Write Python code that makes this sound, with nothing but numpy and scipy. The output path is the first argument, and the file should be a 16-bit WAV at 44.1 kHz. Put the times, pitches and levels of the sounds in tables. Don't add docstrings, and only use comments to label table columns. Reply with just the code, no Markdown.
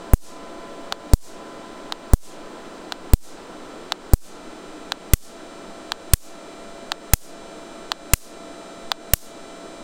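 import sys
import numpy as np
from scipy import signal
from scipy.fft import rfft, irfft, next_fast_len
from scipy.io import wavfile
from scipy.ndimage import minimum_filter1d, map_coordinates

SR = 44100
rng = np.random.default_rng(int(sys.argv[2]) if len(sys.argv) > 2 else 0)


def to_wav(sig):
    pcm = np.clip(np.atleast_2d(sig), -1, 1) * 32767
    pcm = np.round(pcm).astype(np.int16)
    wavfile.write(sys.argv[1], SR, pcm.T)


N = 433503
TOP_HZ = 16400


def amp(db):
    return 10 ** (np.asarray(db) / 20)


def unit(x):
    return x / np.sqrt(np.mean(x ** 2) + 1e-20)


def at_hz(curve, hz):
    freqs, values = np.transpose(curve)
    return np.interp(np.log(hz + 1), np.log(freqs + 1), values)


def at_time(curve, s):
    return np.interp(s, *np.transpose(curve))


def wobble(rate):
    knots = rng.standard_normal(int(N * rate / SR) + 4)
    positions = np.arange(N // 64 + 1) * 64 * rate / SR
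    return map_coordinates(knots, [positions]).repeat(64)[:N]


def noise(colour, size):
    padded = next_fast_len(size + 8192)
    white = rfft(rng.standard_normal(size), padded)
    eq = amp(at_hz(colour, np.fft.rfftfreq(padded, 1 / SR)))
    return unit(irfft(white * eq, padded)[:size])


def click(colour, size=1024):
    eq = amp(at_hz(colour, np.fft.rfftfreq(size, 1 / SR)))
    cepstrum = irfft(np.log(eq))
    cepstrum[1:size // 2] *= 2
    cepstrum[size // 2 + 1:] = 0
    pulse = irfft(np.exp(rfft(cepstrum)))
    return pulse / np.abs(pulse).max()


def add(track, s, sound):
    part = track[round(s * SR):][:len(sound)]
    part += sound[:len(part)]


def machine_tone(hz, wander_hz, flutter_db=0.8):
    phase = 2 * np.pi * np.cumsum(hz + wander_hz * wobble(20)) / SR
    return unit(np.sin(phase) * amp(flutter_db * wobble(10)))


# time in seconds, closeness from 0 (far) to 1 (near).
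CAMERA_MOVE = [(2.6, 0), (4.1, 0.25), (5.2, 0.55), (7.2, 0.78), (9.2, 1)]

def approach(far_db, near_db, s):
    return far_db + (near_db - far_db) * at_time(CAMERA_MOVE, s)


# frequency in Hz, relative level in dB.
AIR_COLOUR = [(10, 9), (30, -11), (65, -20), (140, -14.5), (300, 0), (450, -3.5), (800, -8.5),
              (1500, -14.5), (2200, -21.5), (3800, -23.5), (5500, -29.5), (8500, -35), (10700, -43.5),
              (15700, -46.5)]
# pitch in Hz, wander in Hz, far level in dB, near level in dB,
# dip at the node in dB.
PUMP_TONES = [(674, 1.5, -47, -47.3, 11), (1011, 2, -48.5, -68, 5), (1349, 3, -55, -54.5, 0),
              (2362, 2.5, -63.5, -58.5, 1), (565, 7, -49, -54.5, 16)]
# pitch in Hz, relative level in dB.
EQUIPMENT_TONES = [(181, -57), (215, -57), (312, -52), (628, -56), (1262, -60), (1322, -62), (1527, -63),
                   (1797, -66), (1985, -65), (2023, -65), (2475, -70), (2623, -70), (2994, -69),
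                   (3034, -65), (3369, -70), (3969, -71), (4046, -67), (4383, -72), (4586, -74),
                   (4680, -74), (4719, -71), (5015, -76), (7303, -77), (8045, -80)]

def fans_and_pump(pump_trim_db=0.02, equipment_trim_db=-0.87, node_s=3.67, node_width_s=1.47):
    t = np.arange(N) / SR
    air = amp(approach(far_db=-38, near_db=-40, s=t)) * noise(AIR_COLOUR, N)
    in_node = np.exp(-((t - node_s) / node_width_s) ** 2)
    pump = np.zeros(N)
    for hz, wander_hz, far_db, near_db, dip_db in PUMP_TONES:
        level_db = pump_trim_db + approach(far_db, near_db, t) - dip_db * in_node
        pump += amp(level_db) * machine_tone(hz, wander_hz)
    equipment = sum(amp(db + equipment_trim_db) * machine_tone(hz, wander_hz=1.81)
                    for hz, db in EQUIPMENT_TONES)
    return air + pump + equipment


# frequency in Hz, relative level in dB.
BUZZ_COLOUR = [(2000, -19.5), (3200, 7.5), (4300, 5), (4900, -0.5), (5330, 9), (5600, -4.5), (6250, 10.5),
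               (6720, -36), (6950, 8.5), (9200, 5), (9500, -16.5), (10200, -3), (10700, -37),
               (11900, -10.5), (15000, -31)]

def power_supply(buzz_hz=231.48, whine_harmonic=17):
    t = np.arange(N) / SR
    phase = 2 * np.pi * buzz_hz * t
    harmonic_hz = buzz_hz * np.arange(TOP_HZ // buzz_hz)
    _, harmonics = signal.freqz(click(BUZZ_COLOUR), worN=harmonic_hz, fs=SR)
    harmonics[whine_harmonic] = 0
    cycle = irfft(harmonics, 4096)
    cycle_phase = np.linspace(0, 2 * np.pi, len(cycle), endpoint=False)
    pulses = np.interp(phase, cycle_phase, cycle, period=2 * np.pi)
    buzz = amp(approach(far_db=-56.5, near_db=-52, s=t)) * unit(pulses)
    whine = amp(approach(far_db=-64.5, near_db=-57.3, s=t)) * unit(np.sin(whine_harmonic * phase))
    return buzz + whine


def blast_times(first_s=0.13547, period_s=0.99996):
    return np.arange(first_s, N / SR, period_s)


def blast_fronts(level_db=11, ring_hz=10000, t60=0.00082, bounce_s=0.00025, bounce_db=1):
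    out, t = np.zeros(N), np.arange(SR // 500) / SR
    jolt = -np.sin(2 * np.pi * ring_hz * t) * amp(level_db - 60 * t / t60)
    for s in blast_times():
        add(out, s, jolt)
        add(out, s + bounce_s, amp(bounce_db) * jolt)
    return out


# frequency in Hz, relative level in dB.
CRACK_COLOUR = [(100, -10), (600, -11), (1500, -4), (2200, -0.5), (2900, -7.5), (5200, -7), (7500, -1),
                (11000, -8), (13000, -5), (14700, -1.5), (16500, -4.5)]

def blast_cracks(t60=0.012):
    out, t = np.zeros(N), np.arange(SR // 5) / SR
    for s in blast_times():
        envelope = amp(approach(far_db=0, near_db=8, s=s) - 60 * t / t60)
        add(out, s, envelope * noise(CRACK_COLOUR, len(t)))
    return out


# time in seconds, push (negative is suction).
BLAST_PUSH = [(3.6, -3.5), (5.1, -1.6), (6.2, -1.53), (8.15, -1.0), (9.1, 0.68)]

def blast_thumps(rise_s=0.00017, stuck_s=0.0035, let_go_s=0.0016):
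    out, t = np.zeros(N), np.arange(SR // 20) / SR
    pinned = (1 - np.exp(-t / rise_s)) / (1 + np.exp((t - stuck_s) / let_go_s))
    for s in blast_times():
        add(out, s, at_time(BLAST_PUSH, s) * pinned)
    return out


# frequency in Hz, relative level in dB.
TAIL_COLOUR = [(200, -3), (2000, -9), (4000, -0.5), (6500, 5), (9000, 6.5), (12000, 4), (16000, 2)]
# frequency in Hz, seconds to fall by 60 dB.
ROOM_T60 = [(300, 0.42), (3000, 0.47), (7000, 0.37), (11000, 0.27), (15000, 0.23)]

def room_tails(build_s=0.023):
    out = np.zeros(N)
    for s in blast_times():
        hz, t, hiss = signal.stft(noise(TAIL_COLOUR, SR // 2), SR, nperseg=256)
        swell = 1 - np.exp(-t / build_s)
        decay = amp(-60 * t / at_hz(ROOM_T60, hz)[:, None])
        _, tail = signal.istft(hiss * swell * decay, SR, nperseg=256)
        add(out, s, amp(approach(far_db=-13, near_db=-18.5, s=s)) * tail)
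    return out


# frequency in Hz, relative level in dB.
TICK_COLOUR = [(100, -16), (300, -34), (520, -17.5), (750, 3), (1100, 1.5), (1600, 0), (2200, -11.5),
               (3100, 1), (4300, 0), (5400, -9), (8000, -17), (11000, -28.5), (15500, -26)]
TICK_ACCENTS = [-4, -6, -7, -1, -2.5, -3, -2.5, -1.5, 1]

def laser_ticks(level_db=1, lead_gain=0.19, scatter_s=0.000997, scatter_db=-16, t60=0.013):
    first_s, period_s = 0.9237, 0.99918
    out, edge = np.zeros(N), click(TICK_COLOUR)
    t = np.arange(len(edge)) / SR
    shock = np.roll(edge, 16) - lead_gain * edge
    shock /= np.abs(shock).max()
    for s, accent_db in zip(np.arange(first_s, N / SR, period_s), TICK_ACCENTS):
        add(out, s, amp(accent_db + level_db) * shock)
        scatter = amp(accent_db + scatter_db - 60 * t / t60) * noise(TICK_COLOUR, len(t))
        add(out, s + scatter_s, scatter)
    return out


def scene():
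    snaps = blast_fronts() + blast_cracks() + blast_thumps()
    return (snaps + laser_ticks() + room_tails() + fans_and_pump() + power_supply())[None]


def gain_control(x, threshold=0.019, depth_db=37, knee=0.74, lag_s=0.00601, hold_s=0.05, release_s=0.059):
    window = SR // 125
    load = signal.lfilter(np.ones(window) / window, 1, np.minimum(np.abs(x), 1))
    cut_db = depth_db * np.maximum(load - threshold, 0) ** knee
    hold_size = int(hold_s * SR) | 1
    held_db = -minimum_filter1d(-cut_db, hold_size, origin=hold_size // 2)
    fade = np.arange(N) / SR / release_s
    released_db = np.exp(np.maximum.accumulate(np.log(held_db + 1e-9) + fade) - fade)
    late_db = np.pad(released_db, (int(lag_s * SR), 0))[:N]
    return amp(-late_db)


def rebound(x, share=0.65, settle_s=0.054):
    pole = np.exp(-1 / (settle_s * SR))
    slow_pressure = signal.lfilter([(1 - pole) ** 2], np.poly([pole, pole]), x)
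    return x - share * slow_pressure


def record(dry):
    clipped = np.clip(dry[0] * gain_control(dry[0]), -1, 1)
    low_pass = signal.cheby2(14, 90, TOP_HZ + 1000, fs=SR, output="sos")
    return signal.sosfilt(low_pass, rebound(clipped))[None]


dry = scene()
out = record(dry)
to_wav(out)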